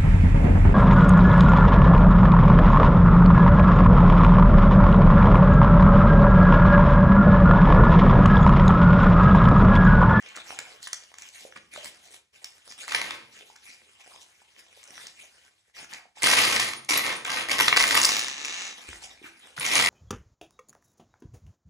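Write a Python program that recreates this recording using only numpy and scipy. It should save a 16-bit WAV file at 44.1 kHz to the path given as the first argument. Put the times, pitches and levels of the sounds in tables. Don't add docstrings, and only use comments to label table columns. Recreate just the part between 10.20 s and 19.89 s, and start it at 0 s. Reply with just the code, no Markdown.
import sys
import numpy as np
from scipy import signal
from scipy.fft import rfft, irfft
from scipy.io import wavfile
from scipy.ndimage import uniform_filter1d, map_coordinates

SR = 44100
rng = np.random.default_rng(int(sys.argv[2]) if len(sys.argv) > 2 else 0)


def transcribe(u):
    v = np.clip(np.atleast_2d(u).T, -1, 1)
    q = np.round(v * 32767).astype(np.int16)
    wavfile.write(sys.argv[1], SR, q)


N = 427329
TIME = np.arange(N) / SR

# start and length in seconds, level and treble lift in dB.
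NOTE_SLIDES = [(0.0, 0.17, -47.5, -19), (0.141, 0.09, -43, -13), (0.233, 0.15, -45, -2),
               (0.368, 0.07, -44.5, -20), (0.433, 0.16, -50.5, -3.5), (0.611, 0.073, -48, 8),
               (0.716, 0.038, -49, 6), (0.972, 0.14, -52.5, 2), (1.122, 0.17, -48.5, 6),
               (1.35, 0.045, -46, -15), (1.508, 0.13, -46, 1.5), (1.617, 0.09, -44, 5.5),
               (1.81, 0.091, -54.5, -1), (1.9, 0.09, -51.5, 7), (2.124, 0.069, -58.5, 3),
               (2.212, 0.078, -51, -2), (2.445, 0.13, -50.5, 4.5), (2.574, 0.1, -44.5, 1),
               (3.105, 0.15, -52, -2), (3.254, 0.07, -57, 3), (3.418, 0.16, -51.5, 2.5),
               (3.793, 0.037, -54.5, 3), (3.848, 0.15, -55, 3), (3.998, 0.06, -54.5, 12),
               (4.377, 0.042, -51, 3.5), (4.529, 0.11, -56.5, 3), (4.645, 0.2, -53.5, 1),
               (4.714, 0.21, -47.5, -0.5), (4.941, 0.16, -53.5, 4.5), (5.206, 0.11, -61, 2),
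               (5.54, 0.13, -45.5, -3.5), (5.686, 0.12, -44.5, -3.5), (5.953, 0.11, -48.5, -0.5),
               (8.53, 0.21, -48.5, -4), (8.657, 0.15, -48, 1.5), (8.805, 0.072, -44.5, -1),
               (8.878, 0.096, -52.5, -6), (9.021, 0.086, -46, -5), (9.202, 0.14, -53, -8)]
# start and end in seconds, level in dB.
FIDGET_SPELLS = [(0.0, 1.417, -61), (1.438, 1.56, -67.5), (1.556, 1.966, -59.5), (2.152, 2.367, -61.5),
                 (2.358, 2.516, -64), (2.5, 5.235, -62), (5.233, 5.52, -68), (8.5, 9.445, -62.5)]
# frequency in Hz, level in dB.
FIBRE_SPECTRUM = [(40, -19), (90, -15.5), (250, -11), (700, -4.5), (1400, -6), (2300, 4), (3100, 4.5),
                  (4200, -2.5), (6200, -4), (8500, -7), (12000, -9), (15500, -18)]
CREASE_SPECTRUM = [(80, -12), (400, 1.5), (1000, 3), (2300, 6.5), (3800, -13.5), (6100, -3.5), (8500, -8),
                   (12000, -19), (15500, -8.5)]
COIN_SPECTRUM = [(30, -37.5), (80, -19.5), (150, -19), (400, -10.5), (900, -3.5), (1300, -2.5), (1800, 0),
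                 (2450, 2), (3200, -0.5), (4600, -3), (6500, -6), (8600, -14.5), (12500, -17), (15500, -17)]
RIM_SPECTRUM = [(100, -24.5), (600, -9), (1400, -5), (2500, 2.5), (3300, -1), (4200, -1.5), (5200, -6),
                (6500, -2.5), (8000, -13), (11000, -22.5), (15500, -65)]
DULL_SPECTRUM = [(100, -29.5), (500, -16), (1000, -2.5), (1500, 0), (2400, 1.5), (3400, 0.5), (7000, -47),
                 (15500, -48.5)]
SHARP_SPECTRUM = [(300, -43), (2000, -11.5), (3700, -2), (6500, 2.5), (8500, -5), (12000, -8), (15500, -4)]
# time in seconds, pop level in dB and pitch in Hz, the same for the crack.
SNAPS_AND_BUMPS = [(0.0883, -39, 2110.0, -27, 7400), (0.1588, -28, 1800, -21, 6550),
                   (0.164, -20, 1660, -15.5, 7800), (0.173, -16.5, 1600, -26, 6300),
                   (0.3055, -14, 820, -35, 4150.0), (0.3893, -9.5, 1900, -8.5, 7250),
                   (0.629, -28, 2310, -18, 7500), (0.6718, -12.5, 1700, -23, 7400),
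                   (0.6755, -20.5, 1950.0, -13.5, 9450.0), (0.7311, -11.5, 2420, -2.5, 6050),
                   (0.941, -24, 1520, -27, 6500), (0.9849, -24, 1660.0, -18.5, 7000),
                   (1.0215, -30, 2540, -18, 6800), (1.0884, -45, 1920.0, -22, 6540),
                   (1.324, -23.5, 1630.0, -50, 4550.0), (1.36, -23.5, 1600, -42, 4970.0),
                   (1.373, -28.5, 1800, -27, 4340), (1.561, -16.5, 1340, -33, 5000),
                   (1.6444, -22, 2530.0, -16.5, 8200.0), (2.2443, -23, 2370, -11, 5430.0),
                   (2.513, -25, 2170, -27, 4960), (2.5227, -27, 2520.0, -23, 4900),
                   (3.362, -31, 1700, -26, 5560), (4.6308, -28.5, 2250.0, -29, 6840.0),
                   (4.6393, -42.0, 2410.0, -23.5, 8200), (4.6764, -39, 2070.0, -26.5, 6010.0),
                   (4.779, -18.5, 1460, -36, 4900.0), (4.8692, -28, 2100, -16, 5400),
                   (5.567, -23, 1890, -30, 5400), (5.589, -23, 2100, -24, 5500),
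                   (5.7214, -21.5, 2040.0, -39, 4460.0), (5.7357, -32, 2030.0, -14.0, 4700),
                   (8.73, -18, 1380, -32, 5000), (9.058, -28, 1700, -36, 5000)]
# time in seconds, level in dB, pitch in Hz, 60 dB decay time in seconds.
TAPS_AND_KNOCKS = [(.326, -30.5, 780, 0.021), (1.2508, -28, 540, 0.017), (1.5765, -31, 597, 0.04),
                   (1.632, -43, 604, 0.1), (3.3, -39, 870, 0.02), (3.945, -42.5, 886, 0.021),
                   (4.218, -43.5, 860, 0.012), (5.855, -38.5, 740, 0.012), (5.971, -36.5, 860, 0.02),
                   (6.705, -29, 302, 0.076), (8.687, -31, 62, 0.069), (8.824, -36.5, 855, 0.013),
                   (9.016, -35.5, 360, 0.02), (9.042, -36, 310, 0.025), (9.379, -21, 1440, 0.014),
                   (9.385, -32, 151, 0.052)]
# start and length in seconds, level, swell, treble lift in dB.
HEAP_PUSHES = [(2.668, 0.16, -34.5, -4.5, -3.5), (2.729, 0.12, -26, -16, -4.5),
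               (2.833, 0.11, -39, -3.5, -8), (6.016, .42, -18, -8.5, -1), (6.685, 0.071, -18, -6, -0.5),
               (6.83, 0.085, -27.5, -3, -5), (7.044, 0.063, -30.5, 0, -6), (7.098, 0.12, -25.5, -7, -5),
               (7.277, 0.037, -24.5, 4, -6.5), (7.379, 0.033, -16, -3, -1.5), (7.466, 0.11, -33, -7, -5),
               (7.57, 0.25, -24.5, 1.5, 1), (7.833, 0.11, -30, -5.5, 8), (9.358, 0.29, -35, 18, -1.5)]
# frequency in Hz, level in dB, 60 dB decay time in seconds.
COIN_MODES = [(8660, -9, 0.024), (9700, -0.5, 0.066), (11000, -4.5, 0.038), (11500, -3, 0.054),
              (12200, -15.5, .03), (13200, -12, 0.031), (14700, -7, 0.042)]
CLACK_MODES = [(1450, 1, 0.0035), (1887, 5, 0.012), (4710, -16.5, 0.062)]
TABLE_MODES = [(65, -15.5, 0.18), (130, 4, 0.14), (225, 6.5, 0.14), (285, 4.5, 0.14), (348, 2.5, .08),
               (470, 7.5, 0.13), (580.6, 6.5, 0.09), (780, -0.5, 0.072), (1000, -5, 0.041),
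               (1410, 16, 0.013), (1720, 15.5, 0.013)]
# time in seconds, clack level in dB and pitch in Hz, the same for the tick.
COIN_STRIKES = [(2.6797, -11, 2070, -17, 7900), (2.7201, -4, 1480, -14, 4750), (2.7231, -6, 1780, -9, 4280),
                (2.7476, 6.5, 1750, -4, 4220), (2.8152, -2.5, 2000, -9, 4000),
                (2.9079, -7, 2500, -14.5, 5100), (6.0321, -3, 1880, 2, 8100),
                (6.0697, 5.5, 1600, 0.0, 6140), (6.1327, 5.5, 1610, -9, 4430), (6.1347, 4, 1410, -5, 4280),
                (6.251, -3, 1800, -4, 4050), (6.3619, -9.0, 2320, -2, 5000), (6.3964, -3, 1830, -5, 5300),
                (6.3996, -1, 2130, -2, 5500), (6.5344, -7, 2360, -11.5, 4460),
                (6.6477, -37.5, 1530, -23, 9500), (6.6996, -22, 2100, -5.5, 9197),
                (6.7753, -5.0, 1920, -3, 11000), (6.7782, -20, 1900, -7, 11420),
                (7.049, -16, 1990, -12, 7270), (7.0524, -5, 1540, -23, 5500),
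                (7.3161, -1, 2270, -0.5, 4800), (7.3901, 3, 2280, -6.5, 4860), (7.4, 7, 1980, -4, 4000),
                (7.4076, 7.5, 1300, -4, 10900), (7.4808, 9.5, 1450, 0, 4860),
                (7.4834, 6.0, 1760, 0.5, 4370), (7.5263, 10, 1650, -15, 4220), (7.5631, 6, 1820, -3, 4900),
                (7.57, 6, 1790, 7.5, 4710), (7.5735, 10, 1700, 0.5, 4740), (7.6015, 3.5, 1980, 0, 5700),
                (7.6084, 3, 2100, -10.5, 4770), (7.614, -0.5, 1940, -0.5, 5930),
                (7.6252, -4, 2200, 0, 4200), (7.639, 6.5, 1960, -8.5, 4120),
                (7.7084, 2.0, 2070, -5.5, 4300), (7.7264, 0, 1930, -9, 4940),
                (7.7518, 6.5, 1720, -7, 11490), (7.7723, 1, 1970, -2.5, 7800), (7.7749, 6, 1680, 1.5, 5600),
                (7.8156, -2, 1900, 4, 6500), (7.8314, -17, 1610, 3.0, 5150), (7.8357, -20, 1880, 2.5, 4900),
                (7.848, -5, 1720, 7, 4680), (7.8522, -3, 1720, 10, 4900), (7.8914, -2.5, 2050, 2.5, 5560),
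                (7.967, -5, 2330, -4.5, 4900), (7.9928, -7, 2020, -3, 5260),
                (8.0446, -9.0, 2180, -10, 5160), (8.0672, -11, 2200, -18, 5750),
                (8.0831, -9, 1960, -7.5, 5540), (8.2487, -10.5, 2540, -10.5, 5260),
                (8.2546, -12, 2500, -9.5, 5850), (9.3973, -20, 1570, -11, 9700),
                (9.4639, -11, 2090, -2.5, 6840), (9.5367, -5, 1800, -3, 6440), (9.5546, -14, 1970, 4, 6530),
                (9.5974, 2.5, 1950, -6, 5530), (9.661, -13, 1610, -1.0, 4840)]
# time in seconds, level in dB, pitch in Hz, 60 dB decay time in seconds.
COIN_PINGS = [(2.748, -31.5, 9680, 0.069), (2.816, -39, 11050, 0.067), (6.145, -26, 13260, .08),
              (6.215, -20, 13180, .07), (6.565, -41, 9520, 0.19), (6.775, -15, 11500, 0.051),
              (6.785, -26, 13150, .09), (6.966, -34, 9300, 0.048), (7.402, -21.5, 11500, 0.082),
              (7.522, -27, 14420, .6), (7.602, -27, 14750, 0.62), (7.752, -16.5, 11640, 0.03),
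              (7.83, -26, 14450, .25), (7.88, -29, 14930, .2), (7.966, -26, 14525, 0.16),
              (7.986, -26, 15000, .12), (7.993, -35, 9230, 0.14), (9.397, -29, 9430, 0.08)]
# time in seconds, rim contacts a second, level in dB.
WOBBLE_COURSE = [(7.86, 78, -49.5), (7.92, 96.5, -27), (8.05, 126, -37), (8.2, 145, -39.5), (8.3, 175, -36),
                 (8.48, 190, -39), (8.54, 216, -48.5)]
# delay in seconds, level in dB.
WALL_ECHOES = [(.0097, -11), (0.014, -9.5), (0.0256, -28)]
# frequency in Hz, 60 dB decay time in seconds.
ROOM_DECAY = [(100, 0.96), (500, 0.45), (2000, 0.39), (6000, 0.34), (15000, 0.19)]
# frequency in Hz, level in dB.
ROOM_TONE_SPECTRUM = [(25, -24.5), (70, 6.5), (200, -12.5), (600, -15.5), (2000, -4.5), (8000, -10.5),
                      (15000, -19)]
# frequency in Hz, then, table by table, left's lead in radians,
# likeness from 0 to 1, left minus right in dB.
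# Above 12.6 kHz left and right are set exactly opposite, so the top treble sounds very wide.
LEFT_LEAD = [(20, 0), (700, -.3), (1400, .3), (2100, -.9), (2700, -2.8), (3400, -3.6), (3900, -5.7),
             (5800, -6.4), (7500, -6.5), (9600, -7.6), (11300, -8.5), (12600, -3 * np.pi)]
STEREO_LIKENESS = [(150, 0.89), (500, 0.48), (1100, 0.14), (1800, 0.56), (3400, 0.37), (5000, 0.087),
                   (6400, 1), (7400, 0.84), (8900, 0.58), (11000, 0.73), (12600, 1)]
LEFT_EXCESS = [(100, 0), (1100, -2.5), (2200, 1), (5200, 1.5), (8000, 0)]


def gain_of(db):
    return 10 ** (np.asarray(db) / 20)


def unit(x):
    return x / np.sqrt(np.sum(x ** 2, -1, keepdims=True) + 1e-20)


def read(points, hz):
    f, value = np.transpose(points)
    return np.interp(np.log(hz + 1), np.log(f + 1), value)


def add(mix, s, sound):
    part = mix[:, max(round(s * SR), 0):][:, :sound.shape[-1]]
    part += sound[..., :part.shape[1]]


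def convolve(x, response):
    return signal.oaconvolve(np.atleast_2d(x), np.atleast_2d(response), axes=1)[:, :N]


def treble(hz):
    return 1 / (1 + (3500 / (hz + 1)) ** 4)


def contact(spectrum, decay_s, bright_db=0, lumpy_db=0, size=1024):
    hz, t = abs(np.fft.fftfreq(size, 1 / SR)), np.arange(size) / SR
    spot = read(np.column_stack([np.geomspace(300, 16000, 16), rng.standard_normal(16)]), hz)
    log_gain = np.log(gain_of(read(spectrum, hz) + bright_db * treble(hz) + lumpy_db * spot))
    colour = np.exp(np.conj(signal.hilbert(log_gain)))
    burst = rng.standard_normal((2, size)) * np.sqrt(t) * np.exp(-t / decay_s)
    return unit(np.fft.ifft(np.fft.fft(burst) * colour).real)


def grains(make, per_s, spread_db, count):
    onsets = np.flatnonzero(rng.random(N) < per_s / SR)
    force, choice = rng.random((2, N))[:, onsets]
    strengths = gain_of(spread_db * np.minimum(-np.log(force), 4))
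    strengths *= np.sqrt(N / np.sum(strengths ** 2))
    kinds, out = [make() for _ in range(count)], np.zeros((2, N))
    for onset, strength, kind in zip(onsets, strengths, (choice * count).astype(int)):
        add(out, onset / SR, strength * kinds[kind])
    return out


def flex(x, depth_db, span_hz, span_s):
    hz, t, spectra = signal.stft(x, SR, nperseg=512)
    place = np.meshgrid(np.sqrt(hz / span_hz), t / span_s, indexing="ij")
    patches = map_coordinates(rng.standard_normal((64, 1024)), place, order=1, mode="wrap")
    flexed = signal.istft(spectra * gain_of(depth_db * patches), SR, nperseg=512)[1][:, :N]
    return np.sqrt(N) * unit(flexed)


def stroke(friction, rows, shape, idle=0):
    high = irfft(rfft(friction) * treble(np.fft.rfftfreq(N, 1 / SR)), N)
    power = np.zeros((2, N)) + idle ** 2
    for start, length, db, *more, lift_db in rows:
        split = gain_of([[0], [lift_db]]) ** 2
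        envelope = gain_of(db) * shape(TIME[:SR], length, *more)
        add(power, start, 3 * split / (2 + split[1]) * envelope ** 2)
    return np.sqrt(power[0]) * (friction - high) + np.sqrt(power[1]) * high


def slide(t, length, skew=0.88, power=0.91):
    return abs(np.sin(np.pi * np.minimum(t / length, 1) ** skew)) ** power


def fidget(swell_db=-2, step_s=0.081, edge_s=0.044):
    held = sum(gain_of(db) * ((TIME >= start) & (TIME < end)) for start, end, db in FIDGET_SPELLS)
    swell = np.interp(TIME / step_s, np.arange(1024), rng.standard_normal(1024))
    return uniform_filter1d(held, round(edge_s * SR)) * gain_of(swell_db * swell)


def sliding_notes():
    def crease():
        return contact(CREASE_SPECTRUM, 0.00062, bright_db=5 + 5 * rng.standard_normal(), lumpy_db=1.0)
    hiss = grains(lambda: contact(FIBRE_SPECTRUM, 0.00043), per_s=2000, spread_db=-0.5, count=60)
    crackle = grains(crease, per_s=160, spread_db=5.0, count=80)
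    rubbing = flex(hiss + gain_of(-5.5) * crackle, depth_db=6.0, span_hz=29.7, span_s=0.022)
    return stroke(gain_of(1.5) * rubbing, NOTE_SLIDES, slide, idle=fidget())


def room_tone():
    colour = gain_of(read(ROOM_TONE_SPECTRUM, np.fft.rfftfreq(N, 1 / SR)))
    noise = irfft(rfft(rng.standard_normal((2, N))) * colour, N)
    return gain_of(-70.0) * np.sqrt(N) * unit(noise)


def blow(db, hz, spectrum, ring_s, decay_s, burst_db):
    t = np.arange(1024) / SR
    tone = unit(t * np.exp(-t / ring_s) * np.cos(2 * np.pi * (hz * t + rng.random())))
    return gain_of(db) * unit(tone + gain_of(burst_db) * contact(spectrum, decay_s)[0])


def snaps_and_bumps():
    out = np.zeros((2, N))
    for s, pop_db, pop_hz, crack_db, crack_hz in SNAPS_AND_BUMPS:
        pop = blow(pop_db, pop_hz, DULL_SPECTRUM, ring_s=0.0003, decay_s=0.0015, burst_db=1.0)
        crack = blow(crack_db, crack_hz, SHARP_SPECTRUM, ring_s=0.00021, decay_s=0.0016, burst_db=3.0)
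        add(out, s, pop + crack)
    return gain_of(0.9) * out


def struck_tones(rows):
    out, t = np.zeros((2, N)), np.arange(SR // 2) / SR
    for s, db, hz, t60 in rows:
        envelope = gain_of(db - 60 * t / t60) * (1 - np.exp(-2 * hz * t))
        add(out, s, envelope * np.sin(2 * np.pi * hz * t - [[0], [np.pi / 2]]))
    return out


def ring(modes, spread, uneven_db, size=4000):
    hz, db, t60 = np.transpose(modes)[:, :, None]
    t, shape = np.arange(size) / SR, hz.shape
    hz = hz * (1 + spread * rng.standard_normal(shape))
    decay = gain_of(db + uneven_db * rng.standard_normal(shape) - 60 * t / t60)
    polarity = rng.choice([-1, 1], (2, *shape))
    return unit((decay * np.cos(2 * np.pi * hz * t) * polarity).sum(1))


def coin_hit():
    bright_db = 4 * rng.standard_normal()
    hit = gain_of(-10 + 8.1 * rng.random() ** 3) * ring(COIN_MODES, spread=0.019, uneven_db=6)
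    hit += gain_of(-3.0 - 0.46 * bright_db) * ring(CLACK_MODES, spread=0.19, uneven_db=2.5)
    add(hit, 0, contact(COIN_SPECTRUM, 0.0015, bright_db, lumpy_db=1.5))
    return unit(hit)


def push(t, length, swell_db, rise_s=0.02, settle_db_per_s=181.5):
    db = swell_db * np.minimum(t / length, 1) - settle_db_per_s * np.maximum(t - length, 0)
    return np.minimum(t / rise_s, 1) * gain_of(db)


def raked_heap():
    patter = grains(coin_hit, per_s=300, spread_db=2.0, count=160)
    shifting = flex(patter, depth_db=2.5, span_hz=19.6, span_s=0.024)
    return gain_of(-0.7) * stroke(shifting, HEAP_PUSHES, push)


def table_top(coins):
    return convolve(coins, ring(TABLE_MODES, spread=0.0011, uneven_db=1.4, size=12000))


def clinking_coins():
    out = np.zeros((2, N))
    for s, clack_db, clack_hz, tick_db, tick_hz in COIN_STRIKES:
        clack = blow(clack_db, clack_hz, DULL_SPECTRUM, ring_s=0.00061, decay_s=0.0015, burst_db=3.5)
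        tick = blow(tick_db, tick_hz, SHARP_SPECTRUM, ring_s=0.00032, decay_s=0.0013, burst_db=1.5)
        add(out, s, clack + tick)
        add(out, s, gain_of(tick_db - 18.5) * ring(COIN_MODES, spread=0.018, uneven_db=-1.5)[0])
    return gain_of(1.38) * out


def wobbling_coin():
    s, per_s, db = np.transpose(WOBBLE_COURSE)
    rate = np.interp(TIME, s, per_s)
    contacts = np.cumsum(rate * (1 + 1.2 * rng.standard_normal(N))) / SR
    ticks = np.diff(np.floor(np.maximum.accumulate(contacts)), prepend=0)
    ticks *= gain_of(2.1 * rng.standard_normal(N))
    ticks *= gain_of(np.interp(TIME, s, db, left=-200, right=-200)) * np.sqrt(SR / rate)
    side = rng.integers(0, 4, N)
    clatter = sum(convolve(ticks * (side == k), contact(RIM_SPECTRUM, 0.0018)) for k in range(4))
    singing = ring([(14300, 0.75, 0.11), (14760, -2, 0.12)], spread=0.00067, uneven_db=15, size=6000)
    return clatter + gain_of(-22) * convolve(ticks, singing)


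def small_room(x, tail_db):
    size = SR * 2 // 3
    taps = rng.standard_normal((2, size)) * (rng.random((2, size)) < 4000 / SR) * (TIME[:size] > 0.009)
    hz, t, spectra = signal.stft(taps, SR, nperseg=256)
    decay = gain_of(-60 * t / read(ROOM_DECAY, hz)[:, None])
    tail = gain_of(tail_db) * unit(signal.istft(spectra * decay, SR, nperseg=256)[1])
    for s, db in WALL_ECHOES:
        tail[[0, 1], round(s * SR) + rng.integers(-12, 13, 2)] += gain_of(db)
    return convolve(x[0], tail)


def scatter(x):
    left, other = rfft(x)
    same = np.clip(read(STEREO_LIKENESS, np.fft.rfftfreq(N, 1 / SR)), 0, 1)
    return irfft(np.array([left, same * left + np.sqrt(1 - same ** 2) * other]), N)


def suppress(x, quiet_db, slope, most_db):
    level_db = 10 * np.log10(abs(uniform_filter1d((x ** 2).mean(0), size=900)) + 1e-12)
    return x * gain_of(-np.clip(slope * (quiet_db - level_db), 0, most_db))


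def scene():
    raked, struck, pops, rolling = raked_heap(), clinking_coins(), snaps_and_bumps(), wobbling_coin()
    thrum = table_top(raked + gain_of(-3.0) * struck)
    coins = raked + gain_of(-13.5) * thrum + struck_tones(COIN_PINGS)
    handling = sliding_notes() + struck_tones(TAPS_AND_KNOCKS)
    sent = coins + gain_of(-5.0) * struck + gain_of(-2.5) * rolling + gain_of(-4.0) * (handling + pops)
    reverb = small_room(sent, tail_db=-4.0)
    return struck + pops + scatter(coins + gain_of(0.9) * rolling + handling + reverb + room_tone())


def record(dry, low_cut_hz=48, top_hz=15900):
    hz = np.fft.rfftfreq(N, 1 / SR)
    left, right = rfft(suppress(dry, quiet_db=-60.0, slope=0.75, most_db=16))
    lean, lag = gain_of(read(LEFT_EXCESS, hz) / 2), np.exp(-1j * read(LEFT_LEAD, hz))
    low_cut = hz ** 2 / np.sqrt(hz ** 4 + low_cut_hz ** 4)
    pair = irfft(np.array([left * lean, right * lag / lean]) * low_cut, N)
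    rounded = pair / (1 + (pair / 0.9) ** 4) ** 0.25
    low_pass = signal.firwin(401, top_hz, window=("kaiser", 9), fs=SR)
    return signal.oaconvolve(rounded, low_pass[None], "same")


dry = scene()
out = record(dry)
transcribe(out)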